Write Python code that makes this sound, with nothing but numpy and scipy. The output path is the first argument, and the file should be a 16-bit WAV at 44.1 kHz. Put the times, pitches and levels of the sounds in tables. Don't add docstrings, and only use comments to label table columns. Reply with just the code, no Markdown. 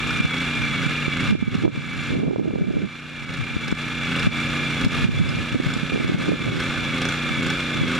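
import sys
import numpy as np
from scipy import signal
from scipy.fft import rfft, irfft
from scipy.io import wavfile
from scipy.ndimage import uniform_filter1d

SR = 44100
rng = np.random.default_rng(int(sys.argv[2]) if len(sys.argv) > 2 else 0)


def wav_out(sig):
    wavfile.write(sys.argv[1], SR, np.round(np.clip(np.atleast_2d(sig).T, -1, 1) * 32767).astype(np.int16))


N = 352359
T = np.arange(N) / SR

# start in seconds, lowest firings per s, highest firings per s.
GOVERNOR_SWINGS = [(-0.054, 28.79, 30.0), (0.355, 27.99, 29.84), (0.783, 27.96, 29.98),
                   (1.178, 27.89, 29.64), (1.53, 27.72, 29.23), (1.918, 28.58, 29.09),
                   (2.205, 28.94, 29.36), (2.62, 28.96, 29.3), (2.902, 28.9, 30.13), (3.289, 28.02, 29.63),
                   (3.707, 28.5, 29.94), (4.123, 27.89, 29.22), (4.362, 28.96, 29.72),
                   (4.844, 28.14, 30.22), (5.227, 28.55, 29.93), (5.641, 27.65, 30.11),
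                   (6.128, 27.42, 29.73), (6.568, 27.42, 29.78), (6.997, 27.54, 29.94),
                   (7.446, 27.68, 29.87), (7.904, 27.44, 29.99), (8.558, 29.0, 29.0)]
# time in seconds, relative gain in dB.
RECORDER_GAIN = [(0, -27), (.85, -26.5), (1.3, -27.5), (1.34, -35), (1.51, -37.5), (1.54, -31.5),
                 (1.8, -35), (2.09, -29.5), (2.27, -44), (2.6, -42), (3.3, -33.5), (4.14, -27), (4.18, -26),
                 (5.05, -26), (5.1, -31), (5.35, -29.5), (6.54, -30.5), (6.61, -27.5), (7.99, -26)]
# centre in seconds, depth in dB, bell width in seconds.
GAIN_DIPS = [(1.09, 4, 0.021), (1.18, 1, 0.0085), (1.38, 6.5, 0.017), (1.44, 0.5, 0.013), (1.69, 7, 0.041),
             (2.42, 2.5, 0.014), (3.27, 4, 0.015), (3.745, 4, 0.022), (4.3, 5, 0.02), (4.885, 6.5, 0.027),
             (5.08, 3.5, 0.028), (5.58, 3.5, 0.045), (6.16, 3.5, 0.018), (6.38, 1.5, 0.038),
             (7.86, 2, 0.024)]
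# time in seconds, then changes in dB of lower whine, upper whine,
# roar, valves, upper exhaust tones, and bark of the open throttle.
APPROACH_MIX = [(0, 2.5, 0.5, 2.5, 1, -10, -2), (1.2, 2.5, -3, 0.5, -1, -5, 3),
                (2.5, 0.5, -9.5, 1, -2, -6, 2), (4, -0.5, -1.5, 1.5, 1, -3, 2.5),
                (5.5, -1.5, -2.5, 3, -1.5, -3, 3.5), (6.5, -0.8, -1.5, 1.5, -5.5, 2, 0),
                (7.2, -1.5, 0, 2, -4, -1, 3.5), (7.99, -1, 0.5, 1.5, -6, 2.5, 1)]
# multiple of the firing rate, relative level in dB.
EXHAUST_SHUT = [(1, -30), (2, -8.5), (3, -22), (4, -10.5), (5, 1.9), (6, -7.5), (7, -8.5), (8, 0.5),
                (9, -7), (10, -6.5), (11, -10), (12, -10), (13, -38), (14, -23), (15, -19), (16, -19),
                (17, -16.5), (18, -17), (19, -16), (20, -26), (21, -15), (22, -16), (23, -18), (24, -36)]
# multiple of the firing rate, relative level in dB.
EXHAUST_OPEN = [(1, -25), (2, -11.5), (3, -26), (4, -8), (5, -2), (6, -0.5), (7, -2.5), (8, -8), (9, 1.5),
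                (10, -3.5), (11, -12), (12, -12.5), (13, -10), (14, -8), (15, -34), (16, -52), (17, -18.5),
                (18, -18.5), (19, -10), (20, -23), (21, -20), (22, -21), (23, -21), (24, -23)]
# multiple of the firing rate, tremble width in Hz,
# relative level in dB, housing resonance in Hz, its half-width in Hz.
GEAR_TEETH = [(80.15, 60, -5.5, 2330, 200), (119.6, 75, -9, 3420, 150), (73.3, 80, -15, 2120, 120)]
# frequency in Hz, width in Hz, relative level in dB.
CASING_MODES = [(1221, 223, -2.5), (1524, 271, -3), (1724, 63, 0.5), (2137, 182, -4), (2372, 138, -2),
                (2677, 160, -5.5), (2914, 80, -7), (3393, 242, -4.5), (4170, 500, -14), (4615, 106, -15.5),
                (4960, 89, -19), (5450, 130, -20.5), (5890, 133, -18), (6960, 250, -21), (8460, 200, -33.5),
                (9200, 330, -60), (10440, 190, -37), (12300, 600, -55), (14200, 500, -76)]
# frequency in Hz, width in Hz,
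# relative level in dB before weighting by root width.
BLOCK_MODES = [(1300, 66, -26), (1484, 76, 6.5), (3424, 69, -0.5), (4140, 95, -9.5), (4700, 120, -14),
               (5080, 100, -7.5), (5440, 130, -10), (5970, 88, -10), (6600, 130, -21), (7120, 180, -13),
               (8120, 200, -26), (8310, 110, -19.5)]
# frequency in Hz, width in Hz, relative level in dB.
VALVE_MODES = [(2748, 88, 15.5), (2730, 130, 11), (2610, 100, 0.5), (2914, 110, -2)]
# centre in seconds, extra level in dB, bell width in seconds.
KNOCK_BURSTS = [(.12, 9, 0.1), (.43, 2, .08), (1.21, 6.5, 0.034), (3.34, 9, .04), (3.69, 11.5, 0.058),
                (4.19, 7.5, 0.04), (4.84, 11, 0.048), (5.74, 5, .04), (6.21, 8.5, 0.034), (6.62, 6, 0.03),
                (7.055, 11.5, 0.082), (7.48, 6, 0.1), (7.93, 5, .05)]
# frequency in Hz, relative density in dB per Hz.
ROAR_SPECTRUM = [(25, -22), (60, -13.5), (150, -22), (280, -20), (450, -21), (700, -22), (1400, -33.5),
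                 (3000, -42), (5000, -37.5), (9000, -44.5), (13000, -57.5), (15600, -66)]
# frequency in Hz, half-width in Hz, depth 0-1.
SOIL_NOTCHES = [(665, 74, 0.52), (1920, 58, 0.15), (3170, 34, 0.37), (4310, 96, 0), (6270, 65, 0.5)]
# frequency in Hz, likeness 0-1.
PORT_LIKENESS = [(60, 0.65), (300, 1), (1400, 0.98), (2400, 0.9), (3400, 0.82), (6800, 0.74), (15000, 0.83)]
# frequency in Hz, left minus right in dB.
PORT_BALANCE = [(60, 7.5), (180, 0), (550, -3), (1650, -2), (4970, 1.5), (15000, -0.5)]
# start in seconds, length in seconds, relative level in dB,
# level in dB of the part above the thud range relative to that.
GUST_ROWS = [(0.023, 0.26, -27, -16), (0.552, 0.38, -29, -15), (0.974, 0.21, -35, -21),
             (1.2, 0.28, -24.5, -15), (1.52, 0.081, -19, -11.5), (1.629, 0.058, -21.5, 3),
             (1.705, 0.1, -28, -5.5), (1.84, 0.29, -30, -15), (2.113, 0.21, -26, 5),
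             (2.352, 0.51, -30, 4.5), (3.222, 0.48, -39, -22), (3.64, 0.11, -29.5, -11),
             (3.844, 0.55, -38, -16), (4.235, 0.068, -20, -9), (4.398, 0.4, -33, -16),
             (4.807, 0.19, -23.5, -16), (5.005, 0.428, -21, -11.5), (5.493, 0.4, -32, -17),
             (5.91, 0.34, -29.5, 2.5), (6.269, 0.081, -27, 8), (6.405, 0.21, -27, 0.5),
             (6.645, 0.27, -31, -13), (7.243, 0.29, -32, -12), (7.734, 0.14, -26.5, -9)]
# frequency in Hz, relative density in dB per Hz.
BUFFET_SPECTRUM = [(18, -54), (30, -37), (47, -14.5), (112, 5), (265, 2), (377, -5), (650, -17.5),
                   (850, -28), (1270, -33), (2000, -46), (2600, -92), (4400, -120)]
# time in seconds, relative level in dB, centre pitch in Hz, nominal length in ms,
# lean from right -1 to left +1.
PUFF_ROWS = [(0.203, -10, 206, 5.5, -0.17), (0.25, -8, 140, 5, -0.17), (0.865, -14, 156, 11, -0.37),
             (1.081, -11.5, 235, 2.5, -0.7), (1.289, -15, 155, 13, 0.37), (1.306, -10, 221, 8.3, 0.068),
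             (1.327, -9.5, 210, 21, -0.44), (1.353, -10, 297, 4.1, -0.39), (1.427, -11.5, 222, 7.6, -0.51),
             (1.48, -11.5, 191, 9.1, -0.32), (1.552, -11, 227, 7.1, -0.41), (1.583, -17, 189, 9.1, 0.2),
             (1.623, -16, 210, 6.5, 0.2), (1.637, -12, 300, 3.1, -0.42), (1.664, -14, 420, 2.7, -0.47),
             (1.652, -10.5, 338, 14, -0.27), (1.679, -6, 282, 1.8, -0.39), (1.753, -23, 277, 5.3, 0.38),
             (1.777, -18, 196, 5.6, 0.47), (2.127, -18.5, 230, 8.8, 0.48), (2.152, -15.5, 289, 8.9, -0.29),
             (2.234, -12.5, 344, 5.1, -0.36), (2.265, -16, 420, 3.4, -0.28), (2.31, -17, 415, 4.9, -0.42),
             (2.333, -20, 384, 9.1, -0.41), (2.361, -13, 480, 2.4, -0.47), (2.397, -8.5, 344, 2.8, -0.25),
             (2.415, -17, 257, 7.1, -0.29), (2.457, -17.5, 373, 3.9, -0.39), (2.48, -18.5, 320, 14, -0.47),
             (2.509, -21, 400, 1.6, -0.51), (2.537, -17.5, 258, 4.4, 0.8), (2.558, -11, 380, 1.9, -0.3),
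             (2.586, -17, 380, 2.3, -0.39), (2.618, -12.5, 176, 15, 0.24), (2.642, -20, 348, 3.6, -0.28),
             (2.685, -18, 205, 11, -0.52), (2.708, -16.5, 323, 5.4, -0.33), (2.74, -20, 320, 7.1, -0.35),
             (2.77, -7, 226, 6, -0.12), (2.783, -20, 380, 3.5, -0.29), (2.84, -19, 196, 26, -0.51),
             (3.402, -20.5, 126, 39, 0.39), (3.567, -12.5, 187, 4.2, 0.49), (3.726, -7, 211, 3.2, 0.51),
             (4.272, -5, 203, 7.9, 0.26), (4.845, -17, 125, 8.5, 0.53), (4.867, -7.5, 207, 11, 0.19),
             (5.049, -9, 194, 16, -0.33), (5.09, -10, 182, 9.5, -0.49), (5.212, -11.5, 183, 39, -0.27),
             (5.528, -21, 139, 11, 0.43), (5.547, -15.5, 240, 2.4, 1), (5.558, -14, 260, 17, -0.37),
             (5.602, -9, 257, 3.7, -0.43), (5.667, -14, 142, 14, 0.53), (5.689, -13, 197, 6.1, -0.16),
             (5.766, -16, 222, 7.4, -0.44), (5.834, -16, 197, 8.2, -0.51), (5.922, -17, 302, 3.4, -0.73),
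             (5.938, -20, 255, 15, -0.41), (5.96, -14, 367, 3.9, -0.44), (5.977, -17, 420, 2.2, -0.63),
             (6.047, -6.5, 234, 2.5, -0.27), (6.098, -10, 240, 4.1, 0.13), (6.121, -17, 280, 5, -0.6),
             (6.147, -9.5, 178, 8.2, 0.38), (6.263, -22, 330, 3.8, -0.3), (6.289, -15, 330, 5.4, 0.053),
             (6.32, -14, 427, 2, -0.48), (6.484, -15, 284, 1.7, -0.74), (7.309, -20.5, 160, 15, -0.5),
             (7.816, -12, 156, 9.4, 0.28), (7.835, -10, 256, 3.7, -0.21)]

CLIMB_SHARE = .443
THROTTLE_LAG_S, PULL_LAG_S, PULL_DB = 0.027, 0.087, 1
RATTLES_PER_S, RATTLE_DB = 120, -12
SWELL_S, LULL_DB = 0.049, -48
LIMIT_DB, RELEASE_DB_PER_S, LIMITER_LAG_S = -15.5, 102.0, .008
OVERLOAD, BASS_CUT_HZ, EDGE_HZ = .52, 40, 15620


def tractor():
    hz = speed()
    throttle, pull = opening(hz, THROTTLE_LAG_S), opening(hz, PULL_LAG_S)
    turns = np.cumsum(hz) / SR + .92
    s, *columns = np.transpose(APPROACH_MIX)
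    low_db, high_db, roar_db, valve_db, upper_db, bark_db = (np.interp(T, s, column) for column in columns)
    whine = gear_whine(hz, turns, pull, low_db, high_db)
    sound = gain_of(-5.5 + bark_db * throttle) * exhaust(turns, throttle, upper_db) + whine
    sound = sound + gain_of(PULL_DB * pull - 0.63) * clatter(turns, pull, roar_db, valve_db)
    return spread(sound * gain_of(recorder_gain_db()))


def speed():
    s, low, top = np.transpose(GOVERNOR_SWINGS)
    tops_s = s + CLIMB_SHARE * np.diff(s, append=s[-1] + 1)
    knots = np.ravel([s, tops_s], "F")
    step = np.interp(T, knots, np.arange(len(knots)))
    height = abs(np.sin(np.pi * step / 2)) ** 1.29
    swing = (step // 2).astype(int)
    sag = np.round(step / 2).astype(int)
    return low[sag] + height * (top[swing] - low[sag])


def opening(hz, lag_s):
    return np.clip((29.1 - np.interp(T - lag_s, T, hz)) / 0.66, 0, 1)


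def exhaust(turns, throttle, upper_db):
    turns = turns + .0012 * drift(.04)
    out = np.zeros(N)
    for (k, shut_db), (_, open_db) in zip(EXHAUST_SHUT, EXHAUST_OPEN):
        db = (1 - throttle) * shut_db + throttle * open_db
        db = db + 1.1 * drift(.15) + upper_db * (k > 10)
        phase = k * turns - k ** 2 / 6
        out += gain_of(db) * np.cos(2 * np.pi * phase)
    return out


def gear_whine(hz, turns, pull, low_db, high_db):
    shaft = hz * (1 + .014 * np.sin(2 * np.pi * turns))
    sag = np.clip((28.2 - np.interp(T - .02, T, hz)) / .5, 0, 1)
    shaft = shaft * (1 - .03 * sag)
    whine = np.zeros(N)
    for (k, width, db, housing, span), mix_db in zip(GEAR_TEETH, (low_db, high_db, low_db)):
        resonance = 1 / (1 + ((k * hz - housing) / span) ** 2)
        whine += gain_of(db + mix_db - 1.7 * pull) * whistle(k * shaft, width) * resonance
    return whine * gain_of(1.6 * np.cos(2 * np.pi * (turns - .9)))


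def clatter(turns, throttle, roar_db, valve_db):
    cycle = np.floor(turns).astype(int)
    phase = turns % 1
    burn_db, tick_db = rng.standard_normal((cycle[-1] + 2, 2)).T
    burn = gain_of(2 * burn_db[cycle] + 5 * throttle + bells(KNOCK_BURSTS))
    knock = burn * np.exp(-phase / 0.22)
    chatter = gain_of(1.4 * drift(0.004))
    casing_noise, roar_noise = rng.standard_normal((2, N))
    habit = evened(np.interp(phase, np.linspace(0, 1, 1500), rng.standard_normal(1500)))
    casing_noise = .75 * casing_noise + .66 * habit
    casing = ring((chatter + 0.093 * knock) * casing_noise, CASING_MODES)
    roar = evened(coloured((chatter + 0.24 * knock) * roar_noise, ROAR_SPECTRUM))
    ticks = gain_of(valve_db - 13.5) * valve_ticks(turns, tick_db)
    block = gain_of(-14.5) * block_ring(burn, phase, cycle)
    return gain_of(-2) * casing + gain_of(roar_db - 10.5) * roar + ticks + block


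def valve_ticks(turns, tick_db):
    seat = np.floor(turns + 0.18).astype(int)
    ticks = gain_of(2 * tick_db[seat] + 2 * drift(.12)) * np.diff(seat, prepend=seat[0])
    return ring(signal.oaconvolve(ticks, np.hanning(7))[:N], VALVE_MODES)


def block_ring(burn, phase, cycle):
    crack = phase / .05 * np.exp(-phase / .05)
    stray = gain_of(RATTLE_DB + 2.7 * rng.standard_normal(N)) * (rng.random(N) < RATTLES_PER_S / SR)
    force = burn * crack + signal.oaconvolve(stray, np.hanning(90))[:N]
    blows = force * rng.standard_normal(N)
    blows = signal.oaconvolve(blows, np.hanning(5))[:N]
    favour = gain_of(4.5 * rng.standard_normal((cycle[-1] + 2, len(BLOCK_MODES))))[cycle].T
    block = np.zeros(N)
    for (hz, width, db), share in zip(BLOCK_MODES, favour):
        block += gain_of(db) * np.sqrt(width) * ring(blows * share, [(hz, width, 0)])
    return evened(block)


def recorder_gain_db():
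    return np.interp(T, *np.transpose(RECORDER_GAIN)) - bells(GAIN_DIPS)


def spread(x):
    hz = np.fft.rfftfreq(N, 1 / SR)
    same = np.clip(read(PORT_LIKENESS, hz), 0, 1)
    left = gain_of(read(PORT_BALANCE, hz) / 2)
    scatter = rng.standard_normal(12000) * np.exp(-np.arange(12000) / 3000)
    tail = rfft(scatter / np.linalg.norm(scatter), N)
    soil = np.prod([1 - np.clip(d, 0, 1) / (1 + ((hz - f) / w) ** 2) for f, w, d in SOIL_NOTCHES], 0)
    notched = rfft(x) * soil
    mid = notched * np.sqrt((1 + same) / 2)
    side = notched * tail * np.sqrt((1 - same) / 2)
    return irfft(np.array([(mid + side) * left, (mid - side) / left]), N)


def wind():
    parts = buffet(), buffet()
    opposed, shared = parts
    parts = np.array([opposed, -.25 * opposed + 0.49 * shared])
    add_puffs(parts)
    opposed, common = parts
    return np.array([common + opposed, common - opposed])


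def buffet():
    lumps, spikes = gain_of(3.5 * drift(.012)), gain_of(4 * drift(.005))
    noise = evened(coloured(rng.standard_normal(N), BUFFET_SPECTRUM))
    thud = coloured(noise, [(120, 0), (260, -20), (1000, -60)])
    low = high = gain_of(LULL_DB)
    for s, length, db, bright_db in GUST_ROWS:
        shape = np.clip(np.minimum(T - s, s + length - T) / SWELL_S + .5, 0, 1)
        low = low + gain_of(db) * shape
        high = high + gain_of(db + bright_db) * shape
    return low * evened(lumps) * thud + high * evened(spikes) * (noise - thud)


def add_puffs(parts):
    luck = rng.random((len(PUFF_ROWS), 2))
    for (s, db, hz, ms, lean), (start, bend) in zip(PUFF_ROWS, luck):
        at = np.arange(max(round((s - .1) * SR), 0), min(round((s + .14) * SR), N))
        t = at / SR - s
        shape = np.exp(-(t / (np.where(t < 0, .0004, .0008) * ms)) ** 2)
        swing = shape * np.sin(2 * np.pi * (start + hz * t - 2500 * (bend - .3) * t ** 2))
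        puff = gain_of(db) * (swing + 0.47 * swing ** 2 + 0.1 * swing ** 3)
        parts[:, at] += np.outer([1, lean], puff)


def whistle(hz, width):
    r = np.exp(-np.pi * width / SR)
    noise = rng.standard_normal(N) + 1j * rng.standard_normal(N)
    slow = signal.lfilter([1], [1, -2 * r, r * r], noise)
    phasor = 2.0 + slow / np.std(slow)
    return evened((phasor * np.exp(2j * np.pi * np.cumsum(hz) / SR)).real)


def ring(x, modes):
    t = np.arange(3000) / SR
    taps = np.zeros(3000)
    for k, (hz, width, db) in enumerate(modes):
        decay = np.exp(-np.pi * width * t)
        taps += (-1) ** k * gain_of(db) * width * decay * np.sin(2 * np.pi * hz * t)
    return evened(signal.oaconvolve(x, taps)[:N])


def bells(rows):
    return sum(db * np.exp(-((T - s) / width) ** 2) for s, db, width in rows)


def drift(seconds):
    size = round(seconds * SR)
    return evened(uniform_filter1d(uniform_filter1d(rng.standard_normal(N), size), size))


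def coloured(x, points):
    return irfft(rfft(x) * gain_of(read(points, np.fft.rfftfreq(N, 1 / SR))), N)


def read(points, hz):
    f, value = np.transpose(points)
    return np.interp(np.log(hz + 1), np.log(f + 1), value)


def evened(x):
    return x / np.sqrt(np.mean(x ** 2) + 1e-20)


def gain_of(db):
    return 10 ** (np.asarray(db) / 20)


def scene():
    return tractor() + wind()


def record(dry):
    level_db = 20 * np.log10(uniform_filter1d(abs(dry).max(0), 150) + 1e-6)
    fall_db = T * RELEASE_DB_PER_S
    held_db = np.maximum.accumulate(level_db + fall_db) - fall_db
    over_db = np.clip(held_db - LIMIT_DB, 0, 30)
    duck_db = 0.58 * uniform_filter1d(np.interp(T - LIMITER_LAG_S, T, over_db), 300)
    limited = dry / gain_of(duck_db)
    limited = limited / (1 + (limited / OVERLOAD) ** 6) ** (1 / 6)
    limited = signal.sosfilt(signal.butter(2, BASS_CUT_HZ, "high", fs=SR, output="sos"), limited)
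    lowpass = signal.firwin(1023, EDGE_HZ, window=("kaiser", 9), fs=SR)
    return signal.oaconvolve(limited, lowpass[None], "same")


dry = scene()
out = record(dry)
wav_out(out)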